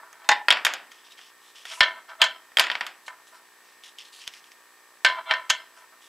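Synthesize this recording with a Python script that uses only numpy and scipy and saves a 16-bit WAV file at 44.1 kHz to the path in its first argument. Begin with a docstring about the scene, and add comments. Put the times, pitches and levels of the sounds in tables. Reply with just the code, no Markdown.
"""A short dull slide, then a small steel folding knife knocks and rocks on a wooden table top, close up.
Two lighter knives follow, lifted from stiff little card boxes that rattle. Each blow is a click, a crack
and the fluttering ring of board or box; the loudest overload the input. Between blows, things slide on
the wood and fingers rub on card in tiny catches. Mains buzz, thin whines and hiss lie underneath."""
import sys
import numpy as np
from scipy import signal
from scipy.fft import rfft, irfft, next_fast_len
from scipy.io import wavfile

SR = 44100
rng = np.random.default_rng(int(sys.argv[2]) if len(sys.argv) > 2 else 0)


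def waveform_to_disk(signal):
    """Save audio, clipped to [-1, 1], as 16-bit WAV at the path in sys.argv[1]."""
    frames = np.transpose(np.atleast_2d(signal))
    scaled = np.clip(frames, -1, 1) * 32767
    samples = np.round(scaled).astype(np.int16)
    wavfile.write(sys.argv[1], SR, samples)


N = 268115
PADDED = next_fast_len(N)

# modes of the board under the light knives: f/Hz, level/dB, t60/s
BOARD = [(652, -12, 0.24), (659.5, -0.5, 0.33), (1006, 6, 0.18), (1150, -15.5, 0.13), (1317, -11.5, 0.34),
         (1398, -21.5, 0.54), (1554, 2, 0.13), (1798, 3.5, 0.13), (2100, -7.5, 0.22), (2202, -4, 0.13),
         (2293, -4.5, 0.088), (2290, -9, 0.077), (2800, -16, 0.12), (2760, -18.5, 0.16),
         (3170, -15.5, 0.252), (3330, -21.5, 0.057), (3162, 1, 0.057), (3321, -1.5, 0.063),
         (3540, -11, .15), (4030, -7.5, 0.11), (4058, -7.5, 0.11), (4440, -4.5, 0.04), (5180, -27.5, 0.45),
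         (6485, -9.5, .08)]
# tone of a blow, one row a band from low to high; weight lifts the bass, hardness the treble:
# knife colour/dB, box colour/dB, share of weight, share of hardness
CONTACT = [(-31, -27.5, 0.72, .05), (-3.5, -3.5, 0.84, 0.076), (3.5, 3.5, 0.68, 0.019),
           (1.5, 1.5, 0.031, 0.017), (-3, 1.5, 0.06, 1), (-17, -5, 0.041, 0.78)]


def amp(db):
    """dB to gain."""
    return 10 ** (np.asarray(db) / 20)


def rms_one(x):
    """Scale to rms 1."""
    return x / np.sqrt(np.mean(x ** 2) + 1e-20)


def at_hz(points, hz):
    """Read a curve on a log-frequency axis."""
    point_hz, values = np.transpose(points)
    return np.interp(np.log(hz), np.log(point_hz), values)


def band(x, low_hz, high_hz):
    """Butterworth band-pass."""
    return signal.sosfilt(signal.butter(3, [low_hz, high_hz], "band", fs=SR, output="sos"), x)


def coloured(x, spectrum):
    """EQ a steady noise; rms 1."""
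    hz = np.maximum(np.fft.rfftfreq(PADDED, 1 / SR), 1)
    return rms_one(irfft(rfft(x, PADDED) * amp(at_hz(spectrum, hz)), PADDED)[..., :N])


def ring(drive, hz, t60):
    """One resonance: a unit click sets a sine of height 1 ringing."""
    r, w = amp(-60 / (t60 * SR)), 2 * np.pi * hz / SR
    return signal.lfilter([0, np.sin(w)], [1, -2 * r * np.cos(w), r * r], drive + 1e-18)


def hiss(level_db=-57):
    """Stereo noise floor, centred in the mids and wide in the treble."""
    # hiss colour: f/Hz, density/dB
    spectrum = [(18, -64), (30, -38.5), (127, -25), (414, -15), (664, -11), (1120, -6.5), (1380, -10),
                (1800, -6), (2110, -11.5), (2400, -12), (7050, -16.5), (8040, -16.5), (8690, -16.5),
                (14300, -18), (15900, -23.5)]
    # stereo image: f/Hz, left-right likeness
    likeness = [(60, 0.53), (180, 0.53), (550, 0.96), (1650, 1), (4970, 0.5), (15000, 0.036)]
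    hz = np.maximum(np.fft.rfftfreq(PADDED, 1 / SR), 1)
    alike = at_hz(likeness, hz)
    mid, side = rfft(rng.standard_normal((2, PADDED)))
    pair = irfft(np.sqrt(1 + alike) * mid + np.sqrt(1 - alike) * side * [[1], [-1]], PADDED)
    return amp(level_db) * coloured(pair, spectrum)


def mains_buzz(mains_hz=59.94, pulse_s=.00141, notch_floor=0.098, scatter_db=2):
    """One short pulse a mains cycle; its width notches the harmonics."""
    # buzz colour ahead of the notches: f/Hz, relative level/dB
    spectrum = [(60, -24.5), (130, -23.5), (200, -13), (400, -5.5), (550, -6.5), (700, -3), (1050, -0.5),
                (1700, -2), (2500, -5.5)]
    t, harmonics = np.arange(N) / SR, np.arange(1, 43)
    hz = harmonics * mains_hz
    gains = amp(-71 + at_hz(spectrum, hz) + scatter_db * rng.standard_normal(len(hz)))
    gains *= notch_floor + np.abs(np.sin(np.pi * hz * pulse_s))
    phases = -0.015 * harmonics ** 2   # smears the pulse
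    return sum(gain * np.cos(2 * np.pi * f * t + phase) for f, gain, phase in zip(hz, gains, phases))


def whines():
    """Thin, steady electrical tones."""
    # sines: f/Hz, rms level/dB
    tones = [(1828, -64.5), (4930, -79.5), (7882, -71)]
    t = np.arange(N) / SR
    return sum(np.sqrt(2) * amp(level_db) * np.sin(2 * np.pi * hz * t) for hz, level_db in tones)


def grains(per_s, spread_db):
    """Friction: random clicks of uneven size on a little noise; rms 1."""
    sizes = amp(spread_db * np.minimum(rng.exponential(1, N), 4)) * rng.choice([-1, 1], N)
    catches = rng.random(N) < per_s / SR
    return rms_one(sizes * catches + 0.26 * rng.standard_normal(N))


def strokes(rows, rise_db_per_s=1498, fall_db_per_s=506):
    """Body and treble envelopes: each stroke rises fast, slopes from start to end level and fades."""
    t, body, treble = np.arange(N) / SR, np.zeros(N), np.zeros(N)
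    for start, length, start_db, end_db, treble_db in rows:
        near = slice(max(round((start - .05) * SR), 0), round((start + length + .15) * SR))
        since = t[near] - start
        level_db = np.interp(since, [0, length], [start_db, end_db])
        level_db -= rise_db_per_s * np.maximum(-since, 0) + fall_db_per_s * np.maximum(since - length, 0)
        body[near] += amp(level_db)
        treble[near] += amp(level_db + treble_db)
    return body, treble


def rubs():
    """Fine, bright grains of skin on card: a body, a treble hiss and a scrape resonance per stroke."""
    # finger strokes: t/s, length/s, start level/dB, end level/dB, treble share/dB, scrape f/Hz
    moves = [(0.913, 0.1, -58, -60, -27, 3450), (1.048, 0.019, -56, -51.5, -23, 3640),
             (1.109, 0.011, -54, -49, -23, 3950), (1.178, .12, -51.5, -57, -16, 3400),
             (1.418, 0.086, -62.5, -57, -9, 4100), (1.557, 0.074, -49, -53, -11, 3450),
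             (1.66, 0.063, -46, -39, -11.5, 3430), (1.738, 0.053, -47, -50, -2, 2750),
             (2.095, 0.023, -48, -60, -29, 3300), (3.067, 0.0097, -49.5, -50.5, -4, 4500),
             (3.272, 0.017, -58, -58.5, -2.5, 4020), (3.33, 0.037, -65, -59, -2.5, 6040),
             (3.646, 0.11, -60, -63, -15, 2500), (3.843, 0.049, -48.5, -51.5, -9.5, 3890),
             (3.991, 0.033, -43.5, -48, -16.5, 3470), (4.053, 0.032, -52, -55, -10, 4330),
             (4.131, .07, -50, -52, -5.5, 4940), (4.204, 0.034, -50.5, -46.5, -13, 3120),
             (4.276, 0.012, -41, -49, -16, 3060), (4.327, 0.056, -51, -49.5, -12, 2380),
             (4.441, 0.028, -66, -54, -12, 3040), (4.518, 0.02, -53, -67, -13.5, 2600),
             (5.769, .06, -57.5, -67, -4.5, 3220), (6.018, 0.052, -59.5, -54.5, -6.5, 3700)]
    # body colour: f/Hz, density/dB
    spectrum = [(710, -51), (1200, -10), (1600, -23), (2100, -8.5), (2260, -13.5), (2760, -5), (5410, -1.5),
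                (7000, -17), (9100, -24), (15400, -120)]
    friction = grains(per_s=3000, spread_db=3.6)
    body_env, treble_env = strokes([move[:-1] for move in moves])
    body = body_env * coloured(friction, spectrum)
    treble = treble_env * rms_one(band(friction, 5000, 11000))
    scrape = sum(strokes([move])[0] * rms_one(ring(friction, hz, t60=.003)) for *move, hz in moves)
    return amp(-1) * body + amp(-4.5) * band(scrape, 1200, 11000) + treble


def slides(top_hz=4200):
    """Dense small catches excite the hand-damped board; harder contact reaches the upper modes."""
    # dull slides on the board: t/s, length/s, start level/dB, end level/dB, upper modes share/dB
    moves = [(0.0, 0.11, -44, -57.5, -29), (0.13, .12, -59.5, -49, -11), (1.7, 0.02, -55, -35.5, 0),
             (1.75, 0.056, -57, -47, -26), (1.93, 0.062, -50, -41.5, -10.5),
             (2.09, 0.029, -41.5, -35.5, -14), (2.198, 0.012, -40.5, -25.5, -7),
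             (3.1, 0.12, -44.5, -62, -27), (3.33, 0.077, -51.5, -61, -21), (5.15, 0.041, -45, -31.5, -14),
             (5.268, 0.043, -42.5, -20.5, -3.5), (5.77, 0.075, -50, -55.5, -15.5),
             (5.93, .03, -57.5, -59, -19.5)]
    friction = grains(per_s=1100, spread_db=6.9)
    wood = sum(amp(0.28 * db) * ring(friction, hz, 0.84 * t60) for hz, db, t60 in BOARD if hz < top_hz)
    sliding = rms_one(wood) + 1.2 * friction
    lower_env, upper_env = strokes(moves)
    lower = lower_env * rms_one(band(sliding, 772, 1790))
    upper = upper_env * rms_one(band(sliding, 2200, top_hz))
    return lower + upper


def low_cut(x, corner_hz=278):
    """The microphone passes little bass."""
    return signal.sosfilt(signal.butter(2, corner_hz, "high", fs=SR, output="sos"), x)


def blows(hits, colour_db, modes, click_db, crack_t60, tail_db, ring_db, chatter_decay, diffuse):
    """Each blow is a click, a short crack and a rough tail in six bands, plus the ringing modes."""
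    # the bands of CONTACT: low f/Hz, high f/Hz
    bands = [(200, 400), (600, 1300), (1300, 2600), (2600, 5000), (5000, 7100), (8300, 13000)]
    # diffuse ring of board and room: f/Hz, t60/s
    tail_decay = [(300, 0.51), (900, 0.24), (1800, 0.21), (3600, 0.17), (6500, 0.093), (12000, 0.033)]
    attack_s, thump_s = 0.0002, 0.00069
    wobble_db, wobble_s = 3.8, .012   # the struck thing rocks, so its ring flutters
    favour_db, favour_octaves = 7.5, .15   # the place struck favours the modes near one pitch
    scatter_db, detune_share = 2.5, .008   # the grip shifts every mode a little from blow to blow
    out, size = np.zeros(N), round(.36 * SR)
    *_, to_weight, to_hardness = np.transpose(CONTACT)
    centres = np.sqrt(np.prod(bands, axis=1))
    tail_t60 = at_hz(tail_decay, centres)[:, None]
    mode_hz, mode_db, mode_t60 = np.transpose(modes)
    white, t = rng.standard_normal(4 * size), np.arange(size) / SR
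    # chatter of the contact keeps feeding the modes, which makes the tail rough but coloured
    chatter = rms_one(sum(amp(db) * rms_one(ring(white, hz, chatter_decay * t60))
                          for hz, db, t60 in modes))
    cracks = np.array([rms_one(band(white, *edges)) for edges in bands])
    tails = np.array([rms_one(band(chatter + diffuse * white, *edges)) for edges in bands])
    clicks = np.array([band(signal.unit_impulse(size), *edges) for edges in bands])
    clicks = amp(click_db) * clicks / clicks.max(axis=1, keepdims=True)
    rocking = rms_one(signal.fftconvolve(white, np.hanning(round(wobble_s * SR)), "same"))
    wobble = amp(wobble_db * rocking)
    attack = 1 - np.exp(-t / attack_s)
    for at_s, level_db, weight_db, hard_db, thump_db, sustain, pitch_hz in hits:
        strength, phase, detune = rng.standard_normal((3, len(modes)))
        start, sustain = round(at_s * SR), np.clip(sustain, .3, 3)
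        offset = start % (3 * size)   # each blow takes its own stretch of the noise
        part = slice(offset, offset + size)
        band_db = colour_db + weight_db * to_weight + hard_db * to_hardness
        crack = cracks[:, part] * amp(-5.5 - 60 * t / (crack_t60 * sustain))
        tail = tails[:, part] * amp(tail_db - 60 * t / (tail_t60 * sustain))
        impact = amp(band_db) @ (clicks + attack * (crack + tail))
        tone_db = at_hz(np.transpose([centres, band_db]), mode_hz)
        place_db = favour_db * np.exp(-(np.log2(mode_hz / pitch_hz) / favour_octaves) ** 2)
        gains = amp(ring_db + mode_db + tone_db + place_db + scatter_db * strength)
        poles = 2j * np.pi * mode_hz * (1 + detune_share * detune) - np.log(1000) / (mode_t60 * sustain)
        ringing = np.imag((gains * np.exp(1j * phase)) @ np.exp(np.outer(poles, t)))
        blow = amp(level_db) * (impact + attack * wobble[part] * ringing)
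        # a brief, faint low thump under each blow
        thump = amp(thump_db) * t / thump_s * np.exp(1 - t / thump_s)
        out[start:start + size] += low_cut(blow) + thump
    return out


def boxes():
    """Stiff card boxes rattle and tick; their broad resonances die quickly."""
    # rattles: t/s, level/dB, weight/dB, hardness/dB, thump/dB, sustain factor, favoured f/Hz
    rattles = [(0.1291, -43, 2, 2.5, -89, 0.62, 6360), (0.4837, -14, 4.5, -16.5, -72, 1.55, 2080),
               (0.5044, -5, -7, -23, -58, 1.05, 3140), (0.5117, -13, -18.5, -25, -68, 1.1, 3100),
               (0.5252, -28.5, 14.5, 1, -64, 1.2, 2700), (0.5707, -36, 7, -17, -79, 4.1, 2420),
               (0.6493, -14.5, -3.5, -3, -50, 2.28, 3600), (0.6665, -23, 8, -10, -52, 1.05, 2180),
               (0.7373, -22.5, -5.5, -4, -79, 0.83, 2220), (0.9166, -49, -1, 1.5, -93, 3.3, 2920),
               (1.121, -44, -23, 0, -87, 0.91, 3560), (1.1909, -42, 3, -18, -93, 0.72, 3070),
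               (1.6535, -37, 2.5, -3.5, -78, 1.9, 3600), (1.7165, -51.5, -2.5, -12, -76, 1.7, 3160),
               (2.5176, -58.5, 14, -1, -80, 1.2, 1850), (2.5706, -17.5, -3, -8, -69, 1.74, 3200),
               (2.5854, -13, -1.5, -15, -65, 1.04, 980), (2.5953, -9.5, -8.5, -3, -63, 1.75, 2100),
               (2.608, -26, 4.5, -10, -63, 1.3, 1860), (2.6394, -29, -7, -10, -71, 0.66, 1860),
               (2.6685, -32, 5.5, -6, -80, 0.49, 1870), (2.7003, -21.5, 2, -31, -79, 1.3, 1860),
               (2.7157, -26.5, -1, -18, -83, 1, 3100), (2.7533, -23.5, 2, -36, -82, 0.78, 2200),
               (2.809, -23, 4, -22, -84, 1.56, 1880), (2.866, -28.5, -6, -4.5, -91.5, 1.44, 2710),
               (3.8367, -40.5, -16, -5, -88, 0.9, 3630), (3.9854, -31.5, -27.5, -9, -90.5, 0.96, 3100),
               (4.2768, -26, -12.5, -1.5, -51, 0.68, 2700), (4.3376, -38, -20, -8, -92, 1.2, 2200),
               (4.4418, -49.5, -9, -4, -93, 1.05, 3160), (4.518, -49.5, -9, -1.5, -87, 1.2, 2200)]
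    # box resonances: f/Hz, width/Hz, level/dB
    resonances = [(984, 17, -1), (1864, 120, 9), (2225, 280, 13), (2600, 56, -11.5), (3235, 128, 10.5),
                  (3570, 180, 10.5), (4640, 40, -22), (5300, 120, -39.5), (6147, 300, 6), (7020, 66, -36)]
    modes = [(hz, level_db, np.log(1000) / (np.pi * width)) for hz, width, level_db in resonances]
    colour_db = np.transpose(CONTACT)[1]
    return blows(rattles, colour_db, modes, click_db=-3.5, crack_t60=0.014,
                 tail_db=-18.0, ring_db=-14.5, chatter_decay=0.21, diffuse=1.8)


def knives(heavy_knocks=5):
    """Steel knocks on wood; the heavy knife, first down, loads the board differently from the rest."""
    # knocks: t/s, level/dB, weight/dB, hardness/dB, thump/dB, sustain factor, favoured f/Hz
    knocks = [(0.2444, -48, 5, 0, -74, 3.4, 970), (0.2897, -9.5, 4.5, 4.5, -76, 0.94, 1890),
              (0.2932, -20, 14.5, -27, -71, 0.57, 860), (0.3154, -20.5, -3, 6.5, -78, .7, 2300),
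              (0.32, -19, 3, -33, -74, 1.47, 850), (1.8064, -3.5, -5, -12.5, -80, 0.75, 3150),
              (1.8106, -26.5, 2, -31, -30, 1.6, 1720), (1.8305, -19.5, -3, -31, -54.5, 1.87, 3180),
              (2.2164, -6, -13, -6, -71, 1.14, 3230), (2.2209, -15, -2, -31, -40, 0.81, 1550),
              (2.239, -24, -5.5, 1.5, -60.5, 1.83, 3200), (3.0806, -39.5, 8.5, -1.5, -89, 1.08, 1558),
              (5.0477, -8.5, -4, -6.5, -41.5, 1.14, 1550), (5.0626, -18, -5, -16.5, -57.5, 0.75, 3170),
              (5.0847, -30.5, -3, -26.5, -59.5, 3.2, 1000), (5.3093, -19, 0.5, -18, -58, 1.66, 1000),
              (5.3375, -23.5, 1, -28, -58, 0.82, 1550), (5.4945, -32, -7.5, 0, -65, 2.8, 1550),
              (5.4994, -13.5, -12.5, 3.5, -38.5, 1.32, 1810), (5.5027, -11, -11, -26, -60, 0.49, 2200)]
    # modes of the board under the heavy knife: f/Hz, level/dB, t60/s
    loaded_board = [(845, -1.5, 0.23), (991, -11, 0.34), (1065, -10.5, 0.21), (1790, -20.5, 0.35),
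                    (2024, -10, 0.11), (1905, -15, 0.12), (2132, -25, 0.22), (2070, -26, 0.2),
                    (2475, -20.5, 0.12), (3672, -3.5, 0.098), (4230, -11, 0.103), (5570, -36, 0.17)]
    colour_db = np.transpose(CONTACT)[0]
    heavy = blows(knocks[:heavy_knocks], colour_db, loaded_board, click_db=-7.5, crack_t60=0.012,
                  tail_db=-17.5, ring_db=-7.5, chatter_decay=0.2, diffuse=2.0)
    light = blows(knocks[heavy_knocks:], colour_db, BOARD, click_db=-9.0, crack_t60=0.028,
                  tail_db=-14.5, ring_db=-12.0, chatter_decay=0.2, diffuse=1.0)
    return heavy + light


def scene():
    """All the handling sits in the centre, over the electrical floor."""
    handling = knives() + boxes() + slides() + rubs()
    return handling + mains_buzz() + whines() + hiss()


def record(dry, ceiling=.97, cutoff_hz=16400):
    """The loudest peaks clip; a steep low-pass takes off the top."""
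    clipped = np.clip(dry, -ceiling, ceiling)
    return signal.sosfilt(signal.cheby2(16, 70, cutoff_hz, fs=SR, output="sos"), clipped)


dry = scene()
out = record(dry)
waveform_to_disk(out)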